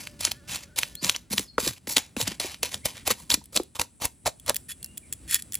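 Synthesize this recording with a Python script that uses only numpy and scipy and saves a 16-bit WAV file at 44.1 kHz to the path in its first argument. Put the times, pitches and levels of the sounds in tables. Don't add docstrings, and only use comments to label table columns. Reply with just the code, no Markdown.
import sys
import numpy as np
from scipy import signal
from scipy.fft import rfft, irfft
from scipy.io import wavfile
from scipy.ndimage import uniform_filter1d, map_coordinates

SR = 44100
rng = np.random.default_rng(int(sys.argv[2]) if len(sys.argv) > 2 else 0)


def inscribe(sig):
    pcm = np.round(np.clip(np.atleast_2d(sig).T, -1, 1) * 32767)
    wavfile.write(sys.argv[1], SR, pcm.astype(np.int16))


N = 246519
TIME = np.arange(N) / SR


def undb(db):
    return 10 ** (np.asarray(db) / 20)


def unit(x):
    return x / np.sqrt(np.mean(x ** 2))


def add(track, start_s, sound):
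    i = int(round(start_s * SR))
    lo, hi = max(i, 0), min(i + len(sound), N)
    if hi > lo:
        track[lo:hi] += sound[lo - i:hi - i]


def freqs(size):
    return np.maximum(np.arange(size // 2 + 1) * SR / size, 1)


def shape(points, hz):
    f, value = np.transpose(points)
    return np.interp(np.log(hz), np.log(f), value)


def colour(x, db):
    return unit(irfft(rfft(x) * undb(db), len(x)))


def noise(spectrum, size=N):
    return colour(rng.standard_normal(size), shape(spectrum, freqs(size)))


def wander(position):
    return map_coordinates(rng.standard_normal(4096), [position], order=2, mode="wrap")


def envelope(x, smooth_s):
    return np.sqrt(np.maximum(uniform_filter1d(x ** 2, max(int(smooth_s * SR), 1)), 0))


def glides(events, jitter, jitter_hz, shimmer_db, shimmer_hz):
    out = np.zeros(N)
    for start, length, first_hz, last_hz, db in events:
        t = np.arange(0, length, 1 / SR)
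        pitch = np.geomspace(first_hz, last_hz, len(t)) * (1 + jitter * wander(t * jitter_hz))
        gain = undb(db + shimmer_db * wander(t * shimmer_hz)) * np.hanning(len(t))
        add(out, start, gain * np.sqrt(2) * np.sin(2 * np.pi * np.cumsum(pitch) / SR))
    return out


# (frequency [Hz], lead of the left port [rad])
PORT_PHASE = [(20, 0), (2700, 0), (3400, .5), (5000, .45), (5900, -.6), (6500, 0), (7750, 0), (8100, 2),
              (9000, 2.1), (10400, .15), (11300, -.1), (13300, -3.1), (15300, -6.2)]
def ports(x):
    turn = np.exp(0.5j * shape(PORT_PHASE, freqs(N)))
    return np.array([irfft(rfft(x) * turn, N), irfft(rfft(x) / turn, N)])


# (frequency [Hz], gain [dB])
DIFFUSE_WIDTH = [(100, -6), (900, 4), (1900, -17.5), (5000, -10.5), (9000, -8.5), (15000, -11)]
def diffuse_side(x):
    return irfft(rfft(x) * undb(shape(DIFFUSE_WIDTH, freqs(N))), N)


# (frequency [Hz], relative level [dB])
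RUMBLE_SPECTRUM = [(20, -37.5), (35, -13.5), (55, 4), (120, -2.5), (250, -5), (450, -19), (1000, -29),
                   (2500, -28), (6000, -32.5), (12000, -38.5), (16000, -40.5)]
INSECT_SPECTRUM = [(4000, -29), (6800, -14.5), (7700, 0), (9200, 5), (10400, -8.5), (12500, -18),
                   (15000, -30)]
# (time [s], rumble level [dB], insect level [dB])
BACKGROUND_LEVELS = [(0, -50.5, -66), (1.3, -56.5, -72), (2.098, -57.5, -66), (2.8, -51, -56),
                     (3.5, -57.5, -66.5), (4.2, -57.5, -61.5), (4.6, -53, -57), (5.59, -51.5, -57)]
def riverbank():
    times, rumble_db, insect_db = np.transpose(BACKGROUND_LEVELS)
    rumble = noise(RUMBLE_SPECTRUM) * undb(np.interp(TIME, times, rumble_db) + 2 * wander(TIME * 22))
    insects = noise(INSECT_SPECTRUM) * undb(np.interp(TIME, times, insect_db) + 0.8 * wander(TIME * 30))
    return rumble + insects


# (multiple of the firing rate, relative level [dB])
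ENGINE_ORDERS = [(2, -1.5), (3, -36.5), (4, -11), (5, -4), (6, -2)]
def engine(firing_hz=292, level_db=-64, fade_start_s=0.9, fade_db_per_s=46):
    phase = 2 * np.pi * np.cumsum(firing_hz * (1 + 0.028 * wander(TIME * 50))) / SR
    drone = sum(undb(db + 3.3 * wander(TIME * 14)) * np.sin(round(k) * phase) for k, db in ENGINE_ORDERS)
    return undb(level_db - fade_db_per_s * np.maximum(TIME - fade_start_s, 0)) * drone


def through_trees(x, direct_db=-9, wash_db=-3, wash_s=0.037):
    t = np.arange(SR // 2) / SR
    paths = rng.standard_normal((2, len(t))) * np.exp(-t / wash_s) / np.sqrt(wash_s * SR / 2)
    return undb(direct_db) * x + undb(wash_db) * signal.fftconvolve(x[None], paths, axes=1)[:, :N]


# (time [s], duration [s], first pitch [Hz], last pitch [Hz], level [dB])
WHISTLES = [(0.939, .1, 3710, 5490, -42), (1.436, 0.068, 5430, 4500, -50.5),
            (1.471, 0.038, 4410, 4250, -43), (2.805, .055, 1850, 2520, -52), (4.779, .2, 2700, 2910, -53),
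            (5.002, 0.075, 2700, 1890, -59.5)]
def birds():
    return glides(WHISTLES, jitter=0.013, jitter_hz=350, shimmer_db=2, shimmer_hz=120)


def scatter(x, near_s=0.004, near_db=-15, far_s=0.031, far_db=-21, onset_s=0.0077):
    t = np.arange(SR * 3 // 4) / SR
    spectrum = [(100, 3.5), (800, 1.5), (3000, 2), (7000, 2.5), (15000, -1.5)]
    near = undb(near_db) * np.exp(-t / near_s) / np.sqrt(near_s * SR / 2)
    far = undb(far_db) * np.exp(-t / far_s) / np.sqrt(far_s * SR / 2)
    onset = 1 - np.exp(-t / onset_s)
    responses = [noise(spectrum, len(t)) * (near + far) * onset for _ in range(2)]
    return undb(2.5) * np.array([signal.fftconvolve(x, response)[:N] for response in responses])


# (frequency [Hz], relative level [dB])
LOG_SPECTRUM = [(30, -25.5), (60, 0.5), (100, 5.5), (200, -14), (350, -16.5), (900, -30), (3000, -59)]
def log_rumble(rasp, gain_db=-23):
    return undb(gain_db) * envelope(rasp, smooth_s=0.049) * noise(LOG_SPECTRUM)


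# (time [s], duration [s], first pitch [Hz], last pitch [Hz], level [dB])
SQUELCHES = [(1.143, 0.016, 2430, 3860, -30.5), (1.757, 0.019, 2090, 3280, -55),
             (3.31, .016, 3150, 5310, -20.5), (3.411, 0.013, 814, 1050, -55.5)]
def squelches():
    return glides(SQUELCHES, jitter=0.05, jitter_hz=2000, shimmer_db=4.2, shimmer_hz=900)


# (time [s], relative level [dB], nominal pitch [Hz])
THUMPS = [(0.199, -36.5, 102), (.274, -35, 267), (.49, -37.5, 97), (1.025, -27.5, 186), (1.05, -27.5, 206),
          (1.309, -27, 232), (1.335, -26, 209), (1.381, -29.5, 210), (1.395, -27.5, 258),
          (1.581, -9.5, 554), (1.628, -31, 250), (1.668, -23.5, 252), (1.685, -32, 121.4),
          (1.874, -30, 272), (1.967, -26, 238), (2.166, -22, 292), (2.201, -24.5, 517), (2.222, -28.5, 125),
          (2.275, -27, 191), (2.314, -34, 254), (2.4, -25, 555), (2.445, -25, 390), (2.631, -24, 563),
          (2.856, -30, 580), (3.077, -20.5, 502), (3.113, -30.5, 255), (3.374, -34.5, 220),
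          (3.567, -27.5, 275), (3.599, -17.5, 408), (3.81, -41, 595), (4.259, -17.5, 680),
          (4.275, -16, 640), (4.481, -27, 830), (4.502, -15, 763)]
def thumps(first_ratio=2.28, last_ratio=0.855, glide_cycles=0.58, attack_cycles=0.72, ring_cycles=2.25):
    out, t = np.zeros(N), np.arange(4096) / SR
    splash_spectrum = [(100, -17), (900, -3), (2000, 10.5), (5000, -20.5), (15000, -25.5)]
    splash_db, splash_s = -15, 0.0013
    for start, db, hz in THUMPS:
        cycles = t * hz
        pitch = hz * (last_ratio + (first_ratio - last_ratio) * np.exp(-cycles / glide_cycles))
        pitch *= np.exp(0.27 * wander(cycles * 2))
        thud = np.sin(2 * np.pi * np.cumsum(pitch) / SR) * undb(2 * wander(cycles * 2))
        thud *= (1 - np.exp(-cycles / attack_cycles)) * np.exp(-cycles / ring_cycles)
        splash = undb(splash_db) * noise(splash_spectrum, len(t)) * np.exp(-t / splash_s)
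        add(out, start, undb(db + 4) * (thud + splash))
    return out


def crackle(spectrum, tilt_db, grain_db, grain_hz, ripple_db, size=16384):
    hz = freqs(size)
    slips = rng.standard_normal(size)
    slips *= undb(grain_db * np.clip(wander(np.arange(size) / SR * grain_hz), -2, 2))
    resonances_db = ripple_db * (wander(hz / 700) + 0.85 * wander(hz / 170))
    octaves = np.log2(np.maximum(hz, 1500) / 5000)
    return colour(slips, spectrum(hz) + tilt_db * octaves + resonances_db)


def push(t, rise_s, fall_s):
    return np.where(t < 0, np.exp(-(t / rise_s) ** 2), np.exp(-np.abs(t) / fall_s))


def add_burst(track, peak_s, carrier, rise_s, fall_s):
    t = np.arange(len(carrier)) / SR - 3 * rise_s
    add(track, peak_s - 3 * rise_s, carrier * push(t, rise_s, fall_s))


def drag(carrier, bite_s, hold_s, release_s, ridges_per_s=85, jolt_db=-1, jolt_s=0.0061):
    touch_db, settle_s = -14.5, 0.00065
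    t = np.arange(len(carrier)) / SR
    ridges = rng.random(len(t)) < ridges_per_s / SR
    jolts = signal.lfilter([1], [1, -np.exp(-1 / (jolt_s * SR))], ridges.astype(float))
    bite = undb(touch_db * np.maximum(1 - t / bite_s, 0)) * (1 - np.exp(-t / settle_s))
    lift = np.exp(-np.maximum(t - bite_s - hold_s, 0) / release_s)
    return carrier * unit(1 + undb(jolt_db) * np.minimum(jolts, 1)) * bite * lift


# (frequency [Hz], relative level [dB])
BONE_SPECTRUM = [(300, -48), (900, -23.5), (1500, -10), (3000, -5), (8000, 1), (12000, 5.5), (15200, 7),
                 (16500, -25)]
# (frequency [Hz], bandwidth [Hz], relative level [dB])
BLADE_MODES = [(1840, 155, 7.5), (2566, 300, 3), (3390, 41, 16.5), (4380, 190, 5), (5350, 270, 1.5),
               (7220, 390, 7), (8400, 460, 8), (9210, 310, 9.5), (11120, 580, 6.5)]
def blade_on_bone(hz):
    power = sum(undb(db) ** 2 / (1 + (2 * (hz - f) / width) ** 2) for f, width, db in BLADE_MODES)
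    return shape(BONE_SPECTRUM, hz) + 10 * np.log10(0.5 + power)


def blade_ring(contacts, gain_db=-19):
    t = np.arange(1024) / SR
    response = np.zeros(len(t))
    for hz, width, db in BLADE_MODES:
        decay = 2 * np.pi * width / SR * np.exp(-np.pi * width * t)
        response += undb(db) * decay * np.sin(2 * np.pi * hz * t)
    return undb(gain_db) * signal.fftconvolve(contacts, response)[:N]


# (time [s], bite [s], hold [s], release [s], level [dB], relative tilt [dB/octave])
HEAD_SCRAPES = [(4.684, 0.0084, .028, 0.007, -33.5, -0.5), (5.277, 0.051, 0.034, 0.0054, -25.5, -1),
                (5.377, 0.016, 0.0037, 0.0079, -37, -2), (5.517, 0.033, 0.019, 0.011, -45, -0.5)]
# (time [s], relative level [dB])
TIP_TICKS = [(0.9532, -19.5), (3.441, -33.5), (3.4575, -31), (3.634, -29), (4.3985, -30), (4.4631, -20),
             (4.545, -14), (4.5593, -17), (4.5648, -7.5), (4.829, -23.5), (4.8448, -15.5), (4.861, -30),
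             (4.974, -25), (4.9782, -17), (5.1265, -12), (5.1341, -16), (5.311, -9.5), (5.345, -1.5),
             (5.423, -20.5), (5.523, -18), (5.5335, -20), (5.5436, -11.5), (5.5535, -9)]
def head_work():
    out = np.zeros(N)
    for start, bite, hold, release, db, tilt_db in HEAD_SCRAPES:
        scrape = crackle(blade_on_bone, tilt_db - 3, grain_db=2.5, grain_hz=688, ripple_db=-0.7)
        add(out, start, undb(db) * drag(scrape, bite, hold, release))
    for peak_s, db in TIP_TICKS:
        tick = crackle(blade_on_bone, 0.3, grain_db=3, grain_hz=2500, ripple_db=2, size=1024)
        add_burst(out, peak_s, undb(db - 8) * tick, rise_s=0.00049, fall_s=0.0019)
    return out + blade_ring(out)


def edge_side(knife, gain_db=-18):
    spectrum = [(100, -8), (550, -0.5), (1100, 0), (2000, -23), (4500, 0), (9000, -3.5), (15000, -3.5)]
    return undb(gain_db) * envelope(knife, smooth_s=0.003) * noise(spectrum)


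# (frequency [Hz], relative level [dB])
SCALE_SPECTRUM = [(200, -48), (700, -4.5), (1400, -7), (2100, -0.5), (3200, 0), (4500, 0.5), (7000, -1),
                  (8800, -0.5), (11500, -5), (13500, -5), (15200, -11.5), (16200, -41.5)]
def scale_response(hz):
    return shape(SCALE_SPECTRUM, hz)


def scale_flicks(rasp, per_s=110, gain_db=-7, spread_db=-2.5):
    flicks = (rng.random(N) < per_s / SR) * rng.choice([-1, 1], N)
    strength = undb(spread_db * np.minimum(rng.exponential(size=N), 3))
    clicks = colour(flicks * strength, scale_response(freqs(N)))
    return undb(gain_db) * envelope(rasp, smooth_s=0.0045) * clicks


# (time [s], level [dB], pitch [Hz])
SNAPS = [(0.0723, -18, 2680), (0.2514, 1.5, 6340), (0.3171, -6.5, 4500), (0.7889, -6.5, 3180),
         (0.833, -6, 2480), (1.046, -3.5, 5360), (1.0962, 2.5, 3570), (1.1629, -11, 5200),
         (1.3813, 0.5, 3480), (1.395, -8, 9650), (1.677, -4, 5000), (1.9675, 1, 3230), (1.9709, 1, 3800),
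         (1.9818, -1.5, 4080), (2.2142, -5, 5350), (2.5448, -19.5, 4000), (2.7435, -9, 4100),
         (3.3032, 0.5, 5540), (3.3425, 3.5, 5700), (3.5649, -1, 6900), (3.5738, 0, 4140),
         (3.7964, -9.5, 3840), (3.8162, -3.5, 8570), (4.0545, -2, 8900), (4.4958, 2, 9660)]
def snaps(swing_cycles=0.55, flutter_s=0.0024, flutter_db=-16, lead_s=0.003):
    out, t = np.zeros(N), np.arange(1024) / SR - lead_s
    for peak_s, db, hz in SNAPS:
        flutter = crackle(scale_response, 0, grain_db=3, grain_hz=2500, ripple_db=3, size=len(t))
        flutter *= undb(flutter_db) * push(t, rise_s=0.00047, fall_s=flutter_s)
        window = np.exp(-np.abs(t * hz / swing_cycles) ** 1.22)
        swing = window * np.sin(2 * np.pi * hz * t + rng.uniform(-2.3, 1))
        add(out, peak_s - lead_s, undb(db) * (swing + flutter))
    return out


# (frequency [Hz], relative level [dB])
FLESH_SPECTRUM = [(50, -1), (110, -2.5), (200, -8.5), (270, 3), (370, -6), (540, 4.5), (730, -5),
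                  (950, 2.5), (1150, -4), (1450, -15.5), (2500, -37.5)]
# (time [s], level relative to the scales [dB])
FLESH_SHARE = [(0, -19), (1.1, -14.5), (2.0, -14.5), (2.7, -12), (3.4, -10), (3.8, -3.5), (4.5, -5.5)]
def rake(time_s, tilt_db):
    scales = crackle(scale_response, tilt_db, grain_db=3.5, grain_hz=1103, ripple_db=2)
    flesh = crackle(lambda hz: shape(FLESH_SPECTRUM, hz), 0, grain_db=3.5, grain_hz=294, ripple_db=3.5)
    return scales + undb(np.interp(time_s, *np.transpose(FLESH_SHARE))) * flesh


# (time [s], bite [s], hold [s], release [s], level [dB], tilt [dB/octave])
STROKES = [(-0.02, 0.022, 0.014, 0.05, -41.5, -0.5), (0.19, 0.048, 0.016, 0.039, -33.5, 0),
           (0.476, .04, 0.016, 0.036, -31, -0.5), (0.759, 0.0034, 0.0086, 0.061, -33, 2),
           (1.014, 0.035, 0.039, 0.036, -30.5, 0.5), (1.3, .002, 0.095, 0.03, -38, 4),
           (1.581, 0.014, 0.089, 0.026, -31, 2.5), (1.87, 0.034, 0.014, 0.023, -28.5, 5.5),
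           (1.951, 0.024, 0.0066, 0.033, -33, -2), (2.167, 0.045, 0.0076, 0.014, -27.5, 2.5),
           (2.243, 0.023, 0.053, 0.023, -38, -2.5), (2.4, .003, 0.04, 0.037, -32, 0),
           (2.492, 0.0068, 0.033, 0.025, -43.5, -1.5), (2.624, 0.0065, 0.022, 0.025, -32.5, -1),
           (2.704, 0.023, 0.011, 0.024, -37.5, -1), (2.842, 0.013, 0.0078, 0.029, -32, -0.5),
           (2.935, 0.02, 0.024, 0.032, -46, -3.5), (3.052, 0.016, 0.049, 0.015, -33, -2),
           (3.145, 0.043, 0.013, 0.039, -46.5, 3), (3.294, 0.02, 0.017, 0.0088, -25.5, 3.5),
           (3.523, 0.035, 0.005, 0.024, -35, 4), (3.75, .001, 0.0065, 0.018, -40, 1),
           (3.794, 0.0043, 0.016, 0.014, -33, 4), (3.999, 0.034, 0.016, 0.015, -32.5, 0.5),
           (4.252, 0.0076, 0.017, 0.0096, -26, 0), (4.46, .03, 0.018, 0.0063, -30.5, -1)]
# (time [s], level [dB], rise [s], tilt [dB/octave])
CATCHES = [(0.211, -26, 0.0042, 3.5), (0.276, -29.5, 0.0064, -5), (0.561, -30, 0.0039, 1.5),
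           (.636, -40, 0.0077, -1), (.787, -16.5, .002, 4), (1.155, -37, 0.0082, -8),
           (1.336, -24.5, 0.015, 2), (1.582, -26.5, .0012, -13), (1.779, -48, .014, -3),
           (1.873, -29, 0.0014, -2.5), (2.167, -32.5, .0015, -7.5), (2.279, -21.5, 0.0053, -0.5),
           (2.402, -21, 0.0028, 0.5), (2.633, -20, .0028, -0.5), (2.859, -22, 0.0049, 8),
           (3.079, -20, .008, 3), (3.114, -16.5, 0.01, 2), (3.32, -31.5, 0.0084, -6),
           (3.343, -16, .003, -1), (3.564, -23, 0.0049, 3), (3.797, -23, .0018, -0.5),
           (4.021, -29, 0.0039, 3), (4.038, -31.5, .004, 0)]
def rasps():
    out = np.zeros(N)
    for start, bite, hold, release, db, tilt_db in STROKES:
        add(out, start, undb(db) * drag(rake(start, tilt_db), bite, hold, release))
    for peak_s, db, rise_s, tilt_db in CATCHES:
        add_burst(out, peak_s, undb(db) * rake(peak_s, tilt_db), rise_s, fall_s=0.0044)
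    for peak_s, db, _ in SNAPS:
        strain = undb(db - 24) * rake(peak_s, tilt_db=0.5)
        add_burst(out, peak_s, strain, rise_s=0.0046, fall_s=0.0037)
    return out


def scene():
    rasp = rasps()
    knife = rasp + scale_flicks(rasp) + snaps() + squelches() + thumps() + head_work()
    left, right = scatter(knife) + through_trees(birds())
    diffuse = (left - right) / 2 + undb(-7.5) * riverbank()
    side = edge_side(knife) + diffuse_side(diffuse)
    mid = knife + log_rumble(rasp) + engine() + riverbank() + (left + right) / 2
    return ports(mid) + np.array([side, -side])


def record(dry, bottom_hz=40, top_hz=16500):
    highpass = signal.butter(2, bottom_hz, "highpass", fs=SR, output="sos")
    lowpass = signal.ellip(8, 0.2, 70, top_hz, fs=SR, output="sos")
    clipped = np.clip(signal.sosfilt(highpass, dry), -1, 1)
    return signal.sosfilt(lowpass, clipped)


dry = scene()
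out = record(dry)
inscribe(out)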